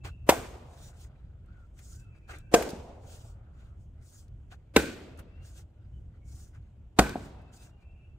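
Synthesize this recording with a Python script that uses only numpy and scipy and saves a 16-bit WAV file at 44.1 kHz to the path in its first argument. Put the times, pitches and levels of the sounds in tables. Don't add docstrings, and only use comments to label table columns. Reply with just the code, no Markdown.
import sys
import numpy as np
from scipy import signal
from scipy.fft import rfft, irfft, next_fast_len
from scipy.io import wavfile
from scipy.ndimage import uniform_filter1d, map_coordinates

SR = 44100
rng = np.random.default_rng(int(sys.argv[2]) if len(sys.argv) > 2 else 0)


def dump_mix(stems):
    frames = np.atleast_2d(stems).T
    limited = np.clip(frames, -1, 1)
    pcm = np.round(limited * 32767).astype(np.int16)
    wavfile.write(sys.argv[1], SR, pcm)


def volts_from_db(level):
    exponent = np.asarray(level, float) / 20
    return 10 ** exponent


N = 360738


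def unit(x):
    return x / np.sqrt(np.mean(x ** 2) + 1e-20)


def along(points, hz, axis=1):
    rows = np.transpose(points)
    return np.interp(np.log(hz + 1), np.log(rows[0] + 1), rows[axis])


def wobble(rate):
    knots = rng.standard_normal(int(N * rate / SR) + 4)
    return map_coordinates(knots, [np.arange(N) * rate / SR])


def smooth_noise(shape, *sizes):
    field = rng.standard_normal(shape)
    for axis, size in enumerate(sizes):
        field = uniform_filter1d(field, size=size, axis=axis)
    return field


def filtered(x, response):
    n = np.shape(x)[-1]
    m = next_fast_len(n + 8192)
    return irfft(rfft(x, m) * response(np.fft.rfftfreq(m, 1 / SR)), m)[..., :n]


def resonant(x, modes):
    def response(f):
        total = 0
        for k, (centre, width, db) in enumerate(modes):
            total = total + (-1) ** k * volts_from_db(db) * 1j * f * width / (centre * centre - f * f + 1j * f * width)
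        return total
    return filtered(x, response)


def tinted(x, noise):
    grid = np.geomspace(20, SR / 2, 1000)
    total = np.cumsum(np.abs(rfft(x, SR)) ** 2)
    upto = lambda hz: np.interp(hz, np.arange(len(total)), total)
    power = (upto(1.2 * grid + 50) - upto(.83 * grid - 50)) / (.37 * grid + 100)
    power = uniform_filter1d(power, size=40)
    return filtered(noise, lambda hz: np.sqrt(np.interp(hz, grid, power)))


def rush(spectrum, patchy_db, channels=2):
    z = signal.stft(rng.standard_normal((channels, N)), nperseg=512)[2]
    patches = volts_from_db(patchy_db * unit(smooth_noise(z.shape[1:], 6, 8)))
    noise = signal.istft(z * patches, nperseg=512)[1][:, :N]
    return unit(filtered(noise, lambda hz: volts_from_db(along(spectrum, hz))))


def add(track, s, x):
    part = track[..., round(s * SR):][..., :x.shape[-1]]
    part += x[..., :part.shape[-1]]


# (f/Hz, likeness 0 to 1)
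ALIKE = [(60, .988), (180, 0.98), (550, 0.59), (1650, 0.29), (4970, 0.22), (15000, 0.4)]


def diffuse(pair):
    turn = lambda hz: np.arccos(np.clip(along(ALIKE, hz), -1, 1)) / 2
    mid, side = filtered(pair, lambda hz: np.array([np.cos(turn(hz)), np.sin(turn(hz))]))
    return np.array([mid + side, mid - side])


def ports(x, lag_us, pan_db, knee_hz=90000):
    half = np.array([[1], [-1]]) / 2

    def response(hz):
        lag_s = lag_us * 1e-6 * half / np.hypot(1, hz / knee_hz)
        return volts_from_db(pan_db * half) * np.exp(-2j * np.pi * hz * lag_s)
    return filtered(x, response)


# (f/Hz, near trunks' 60 dB fade t/s, near level/dB, far trees' fade t/s, far level/dB)
TREES = [(115, .25, -12.5, 2, -18), (290, 0.63, -6.5, 1, -20), (700, 0.25, -9, 1.894, -25),
         (1460, 0.4, -9.5, 0.97, -20.5), (3545, 0.55, -15, .9, -17.5), (8600, .35, -4, .7, -15.5),
         (11000, 0.14, -1.5, .6, -26), (15000, 0.3, -4.5, .6, -23.5)]


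def trees(x, far_db):
    hz, t, z = signal.stft(rng.standard_normal((2, 2 * SR)), SR, nperseg=256)
    decay = lambda k: volts_from_db(along(TREES, hz, k + 1)[:, None] - 60 * t / along(TREES, hz, k)[:, None])
    near, far = decay(1), volts_from_db(far_db) * decay(3)
    patches = volts_from_db(1.2 * unit(smooth_noise(z.shape[1:], 30, 6)))
    tail = signal.istft(z * np.hypot(near, far) * patches, SR, nperseg=256)[1]
    rise = 1 - np.exp(-(np.arange(tail.shape[1]) / SR / 0.004) ** 2)
    return diffuse(tinted(x, tail / 45) * rise)


# (t/s, level/dB)
RUMBLE = [(0.0, -45), (0.16, -43.5), (0.63, -48), (2.64, -47), (2.89, -48.5), (7.31, -48), (8.18, -50.5)]
# (f/Hz, level/dB per Hz)
DRONE = [(12, -48), (20, -13.5), (48, -2), (70, 0), (113, -5.5), (179, -19), (268, -29), (331, -28),
         (400, -35), (520, -57.5), (880, -120)]
AIR = [(120, -26), (200, -5.5), (273, -10), (334, -9.5), (500, -13.5), (579, -13), (1680, -33), (3130, -31),
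       (4270, -46.5), (7410, -40.5), (9060, -48.5), (16000, -54.5)]


def background():
    s, db = np.transpose(RUMBLE)
    rumble_db = np.interp(np.arange(N) / SR, s, db) + 1.5 * wobble(5)
    rumble = volts_from_db(rumble_db) * diffuse(rush(DRONE, patchy_db=1.5))
    return rumble + volts_from_db(-69.5) * diffuse(rush(AIR, patchy_db=.9))


# (t/s, length t/s, first f/Hz, last f/Hz, level/dB)
WHISTLES = [(0, 0.17, 2630, 2700, -67), (.1, 0.19, 2640, 2620, -74), (.1, 0.19, 2850, 2680, -77),
            (1.975, .24, 2620, 2610, -73), (2.2, 0.36, 2580, 2660, -73), (2.08, 0.45, 2400, 2340, -78),
            (5.077, .16, 2520, 2680, -75), (5.26, 0.21, 2600, 2820, -72), (7.33, 0.21, 2590, 2640, -75),
            (7.57, 0.12, 2580, 2720, -74), (7.82, .12, 2620, 2710, -71), (7.9, 0.28, 2620, 2670, -75),
            (7.7, 0.14, 2800, 2818, -79), (7.94, 0.16, 2780, 2840, -79), (7.75, .35, 2400, 2410, -80)]
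# (t/s,
# length t/s, first f/Hz, last f/Hz, level/dB)
CAWS = [
    (1.478, 0.07, 1330, 1570, -69),
    (1.53, 0.14, 1520, 1330, -68.5),
    (1.915, 0.05, 1310, 1500, -70.5),
    (1.95, .09, 1530, 1560, -72),
    (2.039, 0.1, 1390, 1330, -74),
    (2.38, .3, 1560, 1534, -72.5),
    (3.003, 0.82, 1300, 1295, -75),
    (5.924, 0.07, 3040, 2980, -78),
    (6.2, 0.14, 2260, 2190, -78),
]


def birds():
    out = np.zeros((2, N))
    calls = [(*row, 30) for row in WHISTLES]
    calls += [(*row, 60 + 160 * row[1] ** 2) for row in CAWS]
    for s, length, first_hz, last_hz, db, blur_hz in calls:
        n = round(length * SR)
        phase = 2 * np.pi * np.cumsum(np.linspace(first_hz, last_hz, n)) / SR
        flutter = filtered(rng.standard_normal((2, 2, n)), lambda hz: 1 / (1 + (hz / blur_hz) ** 2))
        smeared = unit(flutter[0] * np.sin(phase) + flutter[1] * np.cos(phase))
        direct = .6 * min(1, .2 / length) * np.sin(phase)
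        add(out, s, volts_from_db(db) * unit(smeared + direct) * signal.windows.tukey(n, .3))
    return out


def moves(rows):
    t = np.arange(N) / SR
    gain = 0
    for s, rise, fall, db in rows:
        away = (t - s) / np.where(t < s, rise, fall)
        gain = gain + volts_from_db(db - 18.5 * away ** 2)
    return gain


# (loudest t/s, rise t/s, fall t/s, hiss level/dB)
SLIDES = [
    (.75, 0.099, .05, -68.5),
    (.835, 0.068, 0.11, -58.5),
    (1.03, 0.068, 0.045, -60),
    (3.135, 0.11, 0.095, -59),
    (3.28, 0.11, 0.064, -66.5),
    (5.465, 0.043, 0.11, -63.5),
    (5.59, 0.047, 0.044, -62),
    (7.25, 0.073, 0.047, -67),
    (7.55, 0.03, .07, -62),
    (7.64, 0.045, 0.059, -62),
]
# (loudest t/s, rise t/s, fall t/s, hiss level/dB)
LIFTS = [
    (1.8, 0.047, .08, -68.5),
    (1.93, 0.12, .1, -58.5),
    (3.82, 0.045, .05, -80.5),
    (4.07, 0.053, .08, -64),
    (4.17, 0.086, 0.083, -61.5),
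    (6.3, 0.049, 0.081, -66),
    (6.41, 0.12, 0.1, -61.5),
]
# (loudest t/s, rise t/s, fall t/s, scuff level/dB)
SCUFFS = [(.054, 0.014, .05, -43.5), (1.79, 0.03, 0.055, -67.5), (2.17, 0.036, 0.034, -77.5),
          (2.312, 0.032, 0.088, -47), (3.6, 0.06, .1, -68.5), (4.528, 0.022, .03, -53.5),
          (5.196, .02, 0.021, -58), (5.59, .04, 0.033, -71.5), (6.16, .03, .03, -79),
          (6.555, .03, .03, -66), (7.26, .06, 0.056, -62), (7.638, .04, 0.044, -70.5),
          (7.824, 0.03, 0.022, -73)]
# (f/Hz, level/dB per Hz)
GLOVE = [(2650, -35), (4500, -10.5), (6770, -3), (9510, -8), (11000, -19.5), (14800, -17), (15700, -9),
         (16000, -22)]
CLOTH = [(1800, -29), (2600, -4), (3600, 0), (4800, -4.5), (6500, -27.5)]
SLEEVE = [(180, -38.5), (300, -6.5), (507, -12), (754, -6.5), (937, -14), (1460, -3.5), (1730, -10.5),
          (2600, -13.5), (3600, -31.5), (5720, -120)]


def clothes():
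    slide, lift, turn, t = moves(SLIDES), moves(LIFTS), moves(SCUFFS), np.arange(N) / SR
    stir = volts_from_db(-83 + 4 * wobble(8))
    for s, *_ in BLOWS:
        stir = stir + (t > s) * volts_from_db(-60 - 60 * np.abs(t - s) / 2.2)
    hiss = slide + lift + volts_from_db(-12) * turn + volts_from_db(-95 + 5 * wobble(8.1))
    rasp = volts_from_db(-7.5) * slide + volts_from_db(-16) * lift + volts_from_db(-10.5) * turn + volts_from_db(-12) * stir
    scuff = turn + volts_from_db(-12) * slide + volts_from_db(-16.5) * lift + stir
    grain = wobble(70)
    glove = rush(GLOVE, patchy_db=2.0, channels=3) * volts_from_db(1.46 * grain) * hiss
    cloth = rush(CLOTH, patchy_db=2.2, channels=3) * volts_from_db(2.5 * grain) * rasp
    sleeve = rush(SLEEVE, patchy_db=2.5, channels=3) * volts_from_db(2.2 * wobble(160) - .8) * scuff
    rustle = glove + cloth + sleeve
    return .7 * ports(rustle[0], lag_us=-150, pan_db=1.5) + .75 * diffuse(rustle[1:])


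# (t/s, peak level/dB, centre f/Hz, 60 dB
# fade t/s, rise t/ms)
TICKS = [
    (1.7883, -48.5, 2030, 0.063, 2),
    (2.276, -45, 1320, 0.042, 11),
    (2.6223, -26.5, 1611, 0.043, 1.1),
    (3.6381, -65, 1460, 0.046, 4.2),
    (5.1913, -44, 1330, 0.06, 1.7),
         (1.4586, -68, 7280, 0.032, 0.8),
    (2.3849, -44.5, 8970, 0.021, 0.67),
    (2.69, -37, 4140, 0.052, 0.71),
    (2.7033, -34.5, 4340, 0.026, 0.76),
    (4.2802, -63, 4450, 0.035, 0.82),
    (5.1741, -55, 7830, 0.035, 0.94),
    (5.1885, -49.5, 7900, 0.03, 0.8),
    (7.0932, -29, 4206, 0.016, 1),
    (7.417, -68, 7350, 0.035, 0.81),
]


def ticks():
    out, t = np.zeros((3, N)), np.arange(SR // 10) / SR
    for s, db, hz, t60, rise_ms in TICKS:
        modes = [(hz, 0.63 * hz, 0), (13000, 6000, -12)]
        puff = unit(resonant(rng.standard_normal((3, len(t))), modes))
        rise = 1 - np.exp(-(1000 * t / rise_ms) ** 2)
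        add(out, s, volts_from_db(db - 5.5 - 60 * t / t60) * puff * rise)
    return 0.64 * ports(out[0], lag_us=-48.0, pan_db=5.0) + 0.9 * diffuse(out[1:])


# (t/s, peak level/dB, pitch f/Hz, 60 dB fade t/s, higher modes level/dB)
KNOCKS = [
    (0.321, -16, 798, 0.036, -19),
    (2.731, -24.5, 217, 0.034, -9.5),
    (7.154, -21, 279, 0.023, 2.5),
]


def knocks():
    out, t = np.zeros((2, N)), np.arange(SR // 6) / SR
    for s, db, hz, t60, upper_db in KNOCKS:
        mode = lambda k: np.sin(2 * np.pi * hz * k * t)
        modes = mode(0.92) + volts_from_db(upper_db) * (.5 * mode(1.0) + mode(2.6))
        knock = volts_from_db(db - 60 * t / t60) * modes * (1 - np.exp(-(t / 0.0011) ** 2))
        add(out, s + .0015, ports(knock, lag_us=65, pan_db=.3))
        add(out, s, volts_from_db(-1.5) * trees(knock, far_db=-1.0))
    return out


def chips(count):
    when, size, place = rng.random((3, count))
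    hits = np.zeros((2, SR // 2))
    at = (SR * (.015 + .45 * when)).astype(int)
    hits[:, at] = (2 * size - 1) * [place, 1 - place]
    spray = unit(resonant(hits, [(7500, 5000, -3.5), (13500, 4000, -1.0)]))
    return spray * volts_from_db(-60 * np.arange(SR // 2) / SR / .6)


# (t/s, push level/dB, ring level/dB, crack level/dB, push t/ms)
BLOWS = [
    (0.2921, -2, -15.5, -19, 2.3),
    (2.5408, -0.5, -17.5, -17.5, 2.4),
    (4.7643, -5, -14.5, -16.5, 2.5),
    (6.9902, -7, -14.5, -16.5, 4.8),
]
# (f/Hz, width f/Hz, level/dB)
ROUNDS = [
    [(550, 35, -5.5), (720, 180, 7), (1540, 33, -16.5), (2020, 110, -15.5), (2460, 29, -17.5),
     (2855, 37, -15.5), (3490, 77, -13.5)],
    [(449.7, 19, 0), (695, 41, -1.5), (1204, 29, -21), (1565, 54, -14), (2390, 26, -17.5),
     (2970, 47, -31.5), (3870, 46, -28)],
    [(216.2, 72, -0.5), (436, 32, 1.5), (819.6, 41, -8), (1520, 50, -7), (2374, 110, -9.5), (2969, 26, -22),
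     (3717, 220, -22.5)],
    [(223.1, 46, 6), (519, 99, -4), (699, 110, -1.5), (1312, 79, -8.5), (1457, 20, -7), (1850, 58, -26.5),
     (2600, 25, -24.5), (3547, 77, -27)],
]
# (round's 60 dB fade t/s, ground thud level/dB, thud f/Hz, steel ring level/dB, echo level/dB)
SHAKE = [
    (0.18, -27.5, 75, -42.5, 0),
    (0.19, -29.5, 48, -41, 2),
    (.13, -21.5, 64, -37, 1),
    (0.16, -14.5, 57.4, -35.5, -1.5),
]
# (tearing t/ms, treble above 10 kHz level/dB, flying chips level/dB, swish level/dB)
COLOUR = [
    (17, 4, -51, -39.5),
    (12, -4, -51.5, -33.5),
    (8.9, -2, -52.5, -41),
    (11, -3, -53.5, -47),
]
# (f/Hz, level/dB per Hz)
FIBRES = [(400, -32.5), (800, 5.5), (2000, -1.5), (3400, -4), (5500, -9), (8500, -6), (10700, -16.5),
          (12500, -12.5), (15000, -15), (16500, -21)]
# (f/Hz, width f/Hz, level/dB)
STEEL = [(1510, 220, -.5), (2500, 280, -4)]


def axe():
    out, t = np.zeros((2, N)), np.arange(SR // 3) / SR
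    noise = lambda: rng.standard_normal(len(t))
    lead = .0033
    for blow_row, modes, after, colour in zip(BLOWS, ROUNDS, SHAKE, COLOUR):
        s, push_db, ring_db, crack_db, push_ms = blow_row
        t60, thud_db, thud_hz, steel_db, echo_db = after
        tear_ms, treble_db, chips_db, swish_db = colour

        u = (t - lead) / (push_ms / 1000)
        push = -np.sin(2 * np.pi * u) * np.exp(-((u - .45) / 0.46) ** 2)
        push = volts_from_db(push_db) * push

        entry = np.clip(t / lead, 0, 1)
        cutting = entry / (1 + (t / (tear_ms / 1000)) ** 7)
        snaps = rng.standard_normal((3, len(t))) * volts_from_db(3.5 * unit(smooth_noise(len(t), 40)))
        treble = [(7000, 0.0051), (12000, treble_db)]
        tearing = unit(filtered(snaps, lambda hz: volts_from_db(along(FIBRES, hz) + along(treble, hz))))
        crack = tearing * (cutting + 0.13 * entry * volts_from_db(-60 * t / 0.15))

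        shaking = unit(resonant(noise(), modes)) * entry * volts_from_db(-60 * t / t60)
        struck = resonant(snaps[0] * cutting * volts_from_db(-60 * t / .05), modes)
        ring = .7 * shaking + 2.9 * struck / np.abs(struck).max()

        steel = unit(resonant(resonant(noise(), STEEL), STEEL))
        steel = (1 - np.exp(-t / 0.027)) * volts_from_db(-60 * (t / 0.42) ** 1.3) * steel
        thud = -np.sin(2 * np.pi * thud_hz * (t - .01)) * volts_from_db(-60 * t / .2) * (np.exp(-(t / .015) ** 2) - 1)

        blow = push + volts_from_db(ring_db) * ring + volts_from_db(crack_db) * crack[0]
        near = blow + volts_from_db(steel_db) * steel + volts_from_db(thud_db) * thud
        add(out, s - lead, ports(near, lag_us=80, pan_db=.4, knee_hz=10000))
        add(out, s - lead, volts_from_db(crack_db - 4) * diffuse(crack[1:]))
        carried = blow - 0.24 * push
        add(out, s - lead, volts_from_db(echo_db) * trees(carried, far_db=0.5))
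        add(out, s, volts_from_db(chips_db) * chips(count=5000))

        swish = unit(tinted(blow, rng.standard_normal((2, 1000)))) * np.linspace(.35, 1., 1000) ** 2.0
        add(out, s - lead - 1000 / SR, volts_from_db(swish_db) * diffuse(swish))
    return out


def scene():
    return axe() + knocks() + ticks() + clothes() + birds() + background()


def band_limit(x):
    return signal.sosfilt(signal.butter(12, 16640, fs=SR, output="sos"), x)


def record(dry):
    dry = filtered(dry, lambda hz: 1 / (1 + np.exp(np.clip((hz - 15650) / 70, -50, 50))))
    held = dry / (1 + np.abs(dry / .98) ** 6) ** (1 / 6)
    return band_limit(held)


dry = scene()
out = record(dry)
dump_mix(out)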